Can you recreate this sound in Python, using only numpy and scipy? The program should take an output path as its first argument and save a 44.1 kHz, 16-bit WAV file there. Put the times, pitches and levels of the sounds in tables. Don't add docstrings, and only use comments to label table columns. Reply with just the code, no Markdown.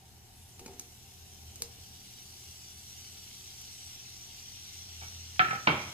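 import sys
import numpy as np
from scipy import signal
from scipy.fft import rfft, irfft, next_fast_len
from scipy.io import wavfile
from scipy.ndimage import uniform_filter1d

SR = 44100
rng = np.random.default_rng(int(sys.argv[2]) if len(sys.argv) > 2 else 0)


def store_pcm(level_fs):
    pcm = np.round(np.clip(level_fs, -1, 1) * 32767).astype(np.int16)
    wavfile.write(sys.argv[1], SR, np.atleast_2d(pcm).T)


N = 261513
TIME = np.arange(N) / SR
HZ = np.fft.rfftfreq(next_fast_len(N, True), 1 / SR)
BURST_HZ = abs(np.fft.fftfreq(2 ** 15, 1 / SR))


def amp(db):
    return 10 ** (np.asarray(db) / 20)


def unit(x):
    return x / np.sqrt(np.mean(x ** 2) + 1e-20)


def read(points, hz):
    knots_hz, values = np.transpose(points)
    return np.interp(np.log(hz + 1), np.log(knots_hz + 1), values)


def add(mix, start_s, sound):
    part = mix[round(start_s * SR):][:len(sound)]
    part += sound[:len(part)]


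def shape(x, gain):
    size = next_fast_len(N, True)
    return irfft(rfft(x, size) * gain, size)[..., :N]


def colour(x, db):
    return unit(shape(x, amp(db)))


def minimum_phase(x, db):
    log_gain = np.log(amp(np.maximum(db, -100)))
    response = np.exp(np.conj(signal.hilbert(log_gain)))
    return np.fft.ifft(np.fft.fft(x, len(BURST_HZ)) * response).real


def whiten(x, bins):
    power = uniform_filter1d(abs(np.fft.fft(x, len(BURST_HZ))) ** 2, bins, mode="wrap")
    return minimum_phase(x, -10 * np.log10(power + 1e-12))


def drift(rate_hz):
    return unit(shape(rng.standard_normal(N), (HZ > 0) / (1 + (HZ / rate_hz) ** 2)))


def crack(spectrum_db, decay_s, grit, size=4096):
    burst = grit * rng.standard_normal(size) * np.exp(-np.arange(size) / SR / decay_s)
    burst[0] = 1
    sound = minimum_phase(whiten(burst, bins=400), spectrum_db)[:size]
    return sound / np.linalg.norm(sound)


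def ring(modes, waver=0):
    time = np.arange(SR // 2) / SR
    knots = np.linspace(0, time[-1], num=70)
    out = np.zeros(len(time))
    for k, (hz, db, t60) in enumerate(modes):
        t = time[time < t60]
        shake = np.interp(t, knots, rng.standard_normal(len(knots)))
        cycles = hz * (t + waver * np.cumsum(shake) / SR)
        out[:len(t)] += (-1) ** k * amp(db - 60 * t / t60) * np.sin(2 * np.pi * cycles)
    return out


def bursts(per_s, spread_db, mist):
    sizes = amp(spread_db * np.minimum(rng.exponential(1, N), 4)) * rng.choice([-1., 1.], N)
    impulses = unit(sizes * (rng.random(N) < per_s / SR))
    return unit(impulses + mist * rng.standard_normal(N))


# frequency_hz, t60_s
ROOM_DECAY = [(100, 0.62), (400, 0.63), (750, 0.49), (1300, 0.5), (2500, 0.58), (6000, 0.12),
              (14000, 0.087)]
def kitchen(x, wet_db, lag_ms, slot_samples=22):
    slots = np.arange(SR // 300, SR - slot_samples, slot_samples)
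    arrivals = slots + rng.integers(0, slot_samples, (2, len(slots)))
    reflections = np.zeros((2, SR))
    np.put_along_axis(reflections, arrivals, rng.choice([-1., 1.], arrivals.shape), 1)
    hz, t, spectra = signal.stft(reflections, SR, nperseg=256)
    early = 1 + 5.2 * np.exp(-t / 0.0067)
    left, right = spectra * early * np.exp(-np.log(1000) * t / read(ROOM_DECAY, hz)[:, None])
    coherence = np.sinc(hz / 1700)[:, None]
    right = coherence * left + np.sqrt(1 - coherence ** 2) * right
    paths = signal.istft(np.array([left, right]), SR, nperseg=256)[1]
    paths *= amp(wet_db) / np.linalg.norm(paths[0])
    paths[0, round(lag_ms * SR / 1000)] += 1
    paths[1, 0] += 1
    return np.array([signal.fftconvolve(x, whiten(path, bins=45))[:N] for path in paths])


def flame_hiss():
    # frequency_hz, level_db
    spectrum = [(300, -13), (900, -6), (1500, 8.5), (2300, 8), (2850, -4), (3700, -7), (7000, 1.5),
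                (15000, -25)]
    return amp(-70.5) * np.array([colour(rng.standard_normal(N), read(spectrum, HZ)) for port in range(2)])


# frequency_hz, level_db
RUMBLE_SPECTRUM = [(15, -41), (25, -9), (48, -9), (64, -10), (80, 4.5), (102, -8), (129, -11), (146, -15.5),
                   (179, -10.5), (321, -20), (388, -16.5), (510, -28), (769, -22.5), (961, -27),
                   (1500, -39.5), (1950, -41), (3300, -120)]
# frequency_hz, gain_db
RUMBLE_SIDE = [(30, -11), (100, -13.5), (250, -13.5), (500, -2.5), (800, 0), (1500, 3)]
# centre_s, half_length_s
RUMBLE_SWELLS = [(.68, 0.088), (1.62, 0.31)]
def burner():
    spectrum = read(RUMBLE_SPECTRUM, HZ)
    mid = colour(rng.standard_normal(N), spectrum)
    side = shape(colour(rng.standard_normal(N), spectrum), amp(read(RUMBLE_SIDE, HZ)))
    swell_db = 3 * sum(np.exp(-((TIME - centre_s) / half_s) ** 2) for centre_s, half_s in RUMBLE_SWELLS)
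    rumble = np.array([mid + side, mid - side]) * amp(-58.5 + swell_db)
    hum = amp(-64) * unit(np.sin(2 * np.pi * 121 * TIME + 0.59 * drift(rate_hz=2.1)))
    return rumble + hum


# pitch_hz, level_db, t60_s
PAN_MODES = [(268, -7, 0.16), (374, -5, 0.22), (469.4, -4, 0.22), (726, -7.5, 0.42), (793, -5.5, 0.35),
             (909, -8.5, 0.23)]
def pan_song(damping_s=1.16):
    drive = rng.standard_normal(N + SR)
    song = unit(signal.fftconvolve(drive, ring(PAN_MODES[3:], waver=0.02), "valid")[:N])
    return amp(-74.5 + 6 * np.exp(-TIME / damping_s)) * song


def drone(start_s=4.82, end_s=5.72, rise_s=0.13, fall_s=0.38, pitch_hz=83):
    envelope = np.clip(np.minimum((TIME - start_s) / rise_s, (end_s - TIME) / fall_s), 0, 1)
    tone = unit(np.sin(2 * np.pi * pitch_hz * TIME + 0.27 * drift(rate_hz=8.2)))
    return amp(-51.5) * envelope * tone


# frequency_hz, level_db
CLATTER_SPECTRUM = [(30, -28), (110, 0), (300, -2), (500, -2), (850, 3.5), (1400, 5), (1900, -7),
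                    (2150, 10), (2700, -9), (3200, 6), (3600, -4), (4200, -4.5), (5500, -17), (9000, -52)]
def clatter(start_s=5.68, rise_s=0.014, t60_s=0.76, taps_per_s=1500):
    t = np.arange(SR // 2) / SR
    taps = rng.standard_normal((3, len(t))) * (rng.random((3, len(t))) < taps_per_s / SR)
    taps *= np.minimum(t / rise_s, 1) * np.exp(-np.log(1000) * t / t60_s)
    paths = np.zeros((3, N))
    for path, run in zip(paths, taps):
        add(path, start_s, minimum_phase(whiten(run, bins=120), read(CLATTER_SPECTRUM, BURST_HZ)))
    coherence = 1 / (1 + (HZ / 900) ** 2)
    return amp(4.5) * (shape(paths[0], np.sqrt(coherence)) + shape(paths[1:], np.sqrt(1 - coherence)))


# pitch_hz, level_db, t60_s
PLATE_MODES = [(740, -5.5, 0.07), (1292.6, -6, 0.24), (1337, -4, .16), (1355, 1, 0.044), (1403, -5, .08),
               (1455, -14.5, .2), (1633, -12, .07), (1752, -2, 0.071), (1797, -8, .05), (2110, -12, .04),
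               (2369, -9, 0.064), (2590, -15, 0.051), (2869, -17, .04), (3176, -14.5, 0.06),
               (3850, -19, .036), (4110, -26, .04)]
COUNTER_MODES = [(155.4, -4, .3), (280, -11, 0.36), (384, -13, .16), (704, -8, 0.22), (850, -3, 0.17),
                 (930, -7.5, 0.13), (1126, -10, 0.11), (1195, -11, 0.18), (1345, -10, 0.15),
                 (1516, -5, .14), (1696, -10, .14), (2086, -16, 0.18), (2160, -13, .3), (2240, -8, 0.34),
                 (2370, -9, 0.12), (3156, -6, 0.15)]
# frequency_hz, level_db
PLATE_SPECTRUM = [(30, -61), (120, -21), (550, -14.5), (740, -8), (1000, -22), (1330, 4), (1600, -1),
                  (2300, 0), (2700, -3.5), (3000, -12), (3170, -5.5), (3550, -15), (3850, -9), (4150, -15),
                  (4700, -21), (9000, -52)]
COUNTER_SPECTRUM = [(30, -42), (70, -7), (120, -7), (250, -11), (480, -11), (900, 1), (1200, 2),
                    (1450, 3.5), (1920, -6), (2150, 6), (2950, -4), (3300, -8), (4100, -12.5),
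                    (5200, -14.5), (10000, -80)]
# start_s, body (0 plate, 1 counter), strength_db, clack_decay_s, low_loss_db_per_octave,
# lowest_mode_ratio, thump_db
CONTACTS = [(5.014, 1, -47, .016, 3, 1.2, -30), (5.022, 0, -50.5, .01, -11, 1.03, -36),
            (5.03, 1, -49.5, .014, 4, 1, -27), (5.3941, 0, -15, 0.00082, 1, 1.015, -14.5),
            (5.3995, 0, -23, .003, 4, 1, -8), (5.421, 0, -26.5, .004, -2, 1, -13),
            (5.444, 0, -27.5, .003, 10, 1, -16.5), (5.483, 0, -30, .004, 6, 1, -21),
            (5.5075, 0, -23.5, .003, 4, 1.06, -12.5), (5.53, 0, -33, .005, -11, 1.06, -15.5),
            (5.55, 0, -32, .005, 4, 1.07, -14.5), (5.672, 1, -27.5, 0.0021, 4.5, 0.87, -12),
            (5.6742, 1, -26, 0.00098, 3, 1.02, -7), (5.6775, 0, -27, .003, 5, 1, -2.5),
            (5.681, 1, -31, 0.004, -0.5, 1, -7), (5.693, 1, -36, .004, 1, 0.92, -5),
            (5.706, 1, -34, 0.0027, 3, 1, -12.5)]
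def plate(hardness_db_per_db=1.88, rim_hz=1300):
    # modes, clack_spectrum, full_clack_strength_db, waver
    bodies = [(PLATE_MODES, PLATE_SPECTRUM, -19.5, .011), (COUNTER_MODES, COUNTER_SPECTRUM, -30, .004)]
    # frequency_hz, level_db
    thump = [(30, -26), (70, -7.5), (145, 4), (230, -5), (400, -7.5), (600, -8.5), (900, -19.5),
             (2000, -50)]
    rings, clacks = np.zeros(N), np.zeros(N)
    for start_s, body, strength_db, decay_s, low_loss, lowest_ratio, thump_db in CONTACTS:
        modes, spectrum, full_clack_db, waver = bodies[body]
        struck = [(hz * (lowest_ratio if k == 0 else 1), db + low_loss * min(np.log2(hz / rim_hz), 0), t60)
                  for k, (hz, db, t60) in enumerate(modes)]
        add(rings, start_s, amp(strength_db) * ring(struck, waver))
        clack_db = hardness_db_per_db * (strength_db - full_clack_db)
        add(clacks, start_s, amp(clack_db) * crack(read(spectrum, BURST_HZ), decay_s, grit=0.91))
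        add(clacks, start_s, amp(thump_db) * crack(read(thump, BURST_HZ), decay_s=.003, grit=0.84))
    bass_cut = signal.butter(2, 70, "high", fs=SR, output="sos")
    rings, clacks = signal.sosfilt(bass_cut, [rings, clacks])
    impacts = kitchen(rings, wet_db=-7.5, lag_ms=0.31) + kitchen(clacks, wet_db=-0.5, lag_ms=0.3)
    return (impacts + clatter()) * amp([[-.4], [.4]])


# start_s, peak_db, softness_s, plop_hz, pan_ring_db
SLICE_LANDINGS = [(0.6, -47, .0012, 342, 1), (.615, -42.5, 0.0018, 390, -3), (0.66, -39, 0.00054, 232, 1),
                  (.672, -45.5, 0.00033, 873, -5), (.686, -39, 0.00093, 396, -4.5),
                  (0.712, -47, 0.0007, 390, -1), (0.796, -50, .0004, 330, 1),
                  (1.604, -44.5, .002, 463, -11), (1.624, -45.5, 0.0017, 478, -7),
                  (1.643, -48, .002, 470, -18)]
def thuds():
    out, pan = np.zeros(N), ring(PAN_MODES)
    t = np.arange(SR // 20) / SR
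    for start_s, peak_db, softness_s, plop_hz, pan_db in SLICE_LANDINGS:
        push = np.exp(-t / softness_s)
        plop = ring([(plop_hz, 2.5, .09)])
        thud = signal.fftconvolve(amp(pan_db) * pan + plop, push)
        add(out, start_s, amp(peak_db) * thud / abs(thud).max())
    return out


# frequency_hz, level_db
TUMBLE_SPECTRUM = [(200, -20), (700, 3), (1500, 0), (3000, 2), (6000, -7), (14000, -14)]
def patter(start_s=.6, end_s=.86):
    arch = np.sin(np.pi * np.clip((TIME - start_s) / (end_s - start_s), 0, 1))
    ticks = bursts(per_s=540, spread_db=4, mist=0.33)
    return amp(-65) * arch * colour(ticks, read(TUMBLE_SPECTRUM, HZ))


# start_s, level_db, pitch_hz, decay_s
WATER_SNAPS = [(0.594, -21.5, 2740, 0.005), (.661, -19, 2600, 0.0037), (.68, -25.5, 2180, .005),
               (.735, -30, 3000, .006), (0.796, -11.5, 6100, 0.0022), (1.558, -19.5, 7400, .003),
               (1.621, -4.5, 4230, 0.0017), (3.615, -21, 12500, .003)]
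# frequency_hz, level_db
SNAP_SPECTRUM = [(60, -20), (300, 6), (1350, 1.5), (1850, -3), (2300, 4.5), (3150, -5.5), (4050, 4),
                 (7500, 7), (8600, 2.5), (11200, -5), (13000, -11), (16000, -6.5)]
def snaps(splash_delay_s=.002, splash_db=-8.5):
    pops, splashes = np.zeros(N), np.zeros(N)
    octaves = np.log2((BURST_HZ + 200) / 5000)
    for start_s, db, pitch_hz, decay_s in WATER_SNAPS:
        tilt_db_per_octave = 4.5 * np.tanh(2.6 * np.log2(pitch_hz / 2690))
        spectrum_db = read(SNAP_SPECTRUM, BURST_HZ) + tilt_db_per_octave * octaves
        resonance_db = 7 * np.exp(-(np.log((BURST_HZ + 1) / pitch_hz) / 0.12) ** 2)
        add(pops, start_s, amp(db) * crack(spectrum_db + resonance_db, decay_s, grit=0.7))
        splash = crack(spectrum_db - octaves, decay_s=0.02, grit=0.62)
        add(splashes, start_s + splash_delay_s, amp(db + splash_db) * splash)
    return pops, splashes


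def onions():
    landings = thuds()
    pops, splashes = snaps()
    return (kitchen(landings, wet_db=-3.5, lag_ms=0.045) + kitchen(pops, wet_db=-10.5, lag_ms=.07)
            + kitchen(splashes + patter(), wet_db=-1, lag_ms=.07))


def frying_db(body_heat_s=2.63, spray_heat_s=1.44, spent_s=3.88):
    spent = np.clip((TIME - spent_s) / 0.049, 0, 1)
    onset_db = -1.5 * np.exp(-(TIME / 0.2) ** 2)
    body_db = -50 - 16.5 * np.exp(-TIME / body_heat_s) - 0.5 * spent
    spray_db = -50.5 - 7.5 * np.exp(-TIME / spray_heat_s) + onset_db - 1.5 * spent
    return body_db, spray_db


def crackles(per_s=70, pitches=16, relative_db=-14):
    t = np.arange(SR // 200) / SR
    out = np.zeros((2, N))
    for hz in np.geomspace(2800, 12000, pitches):
        tick = np.sin(2 * np.pi * hz * t) * np.exp(-hz * t / 2)
        train = signal.oaconvolve(bursts(per_s / pitches, spread_db=4, mist=0), tick)[:N]
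        out += [train, np.roll(train, rng.integers(-6, 7))]
    body_db, _ = frying_db()
    return unit(out) * amp(body_db + relative_db)


def bubble_band(hz, width_hz):
    resonance_db = -20 * np.log10(1 + ((HZ - hz) / width_hz) ** 2)
    return colour(bursts(per_s=5000, spread_db=5.5, mist=1.0), resonance_db)


# start_s, end_s, pitch_hz, width_hz, level_db
STEAM_JETS = [(0.35, .52, 9900, 1900, -64.5), (0.517, 0.575, 7380, 200, -61.5),
              (1.833, 3.907, 4670, 150, -64.5), (3.907, 4.9, 4670, 150, -68),
              (2.0, 3.917, 10920, 260, -68.5), (2.35, 3.7, 7600, 500, -66), (3.7, 3.9, 8000, 250, -61)]
def jets(ramp_s=0.008):
    out = np.zeros(N)
    for start_s, end_s, pitch_hz, width_hz, db in STEAM_JETS:
        gate = np.clip(np.minimum(TIME - start_s, end_s - TIME) / ramp_s, 0, 1)
        out += amp(db) * gate * bubble_band(pitch_hz, width_hz)
    return out


def band_flicker(x, depth_db, size=1024):
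    spectra = signal.stft(x, nperseg=size)[2]
    patches = uniform_filter1d(rng.standard_normal(spectra.shape[1:]), size=4, axis=0)
    patches = unit(uniform_filter1d(patches, size=5, axis=1))
    return signal.istft(spectra * amp(depth_db * patches), nperseg=size)[1][:, :N]


# frequency_hz, level_db
MID_SPECTRUM = [(650, -47), (1100, -15.5), (1900, -11.5), (2100, -4.5), (2450, -4.5), (2820, 1.3),
                (3500, -1.2), (5100, -1), (5750, -1), (7200, -2), (8800, -9), (11600, -9.5), (12600, -11),
                (15200, -14.5)]
SIDE_SPECTRUM = [(650, -26), (1100, -17), (2000, -23), (2500, -6.5), (2800, -8), (3200, -3.5), (4050, -3.5),
                 (4550, -1.5), (4950, -5.5), (5800, -12), (6700, -6), (9200, -12.5), (10150, -11.5),
                 (15200, -18.5)]
def sizzle(spray_above_hz=8500):
    body_db, spray_db = frying_db()
    mid = colour(bursts(per_s=5000, spread_db=2.5, mist=1.24), read(MID_SPECTRUM, HZ))
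    side = amp(-1) * colour(bursts(per_s=5000, spread_db=3.5, mist=1.1), read(SIDE_SPECTRUM, HZ))
    ports = np.array([mid + side, mid - side])
    spray = shape(ports, 1 / (1 + (spray_above_hz / (HZ + 1)) ** 6))
    body = ports - spray
    antiphase_db = -51 + 1.45 * (body_db - body_db.max())
    antiphase_band = bubble_band(hz=5770, width_hz=220) * amp(antiphase_db) * np.array([[1], [-1]])
    flurry = amp(.3 * drift(rate_hz=15) + .45 * drift(rate_hz=70))
    return (body * amp(body_db) + spray * amp(spray_db) + antiphase_band) * flurry * amp([[.5], [-.5]])


def scene():
    frying = band_flicker(sizzle() + jets(), depth_db=2.3) + crackles()
    return frying + burner() + pan_song() + flame_hiss() + drone() + onions() + plate()


def record(dry):
    low_pass = signal.firwin(511, cutoff=15520, window=("kaiser", 9), fs=SR)
    return signal.oaconvolve(dry, low_pass[None], "same")


dry = scene()
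out = record(dry)
store_pcm(out)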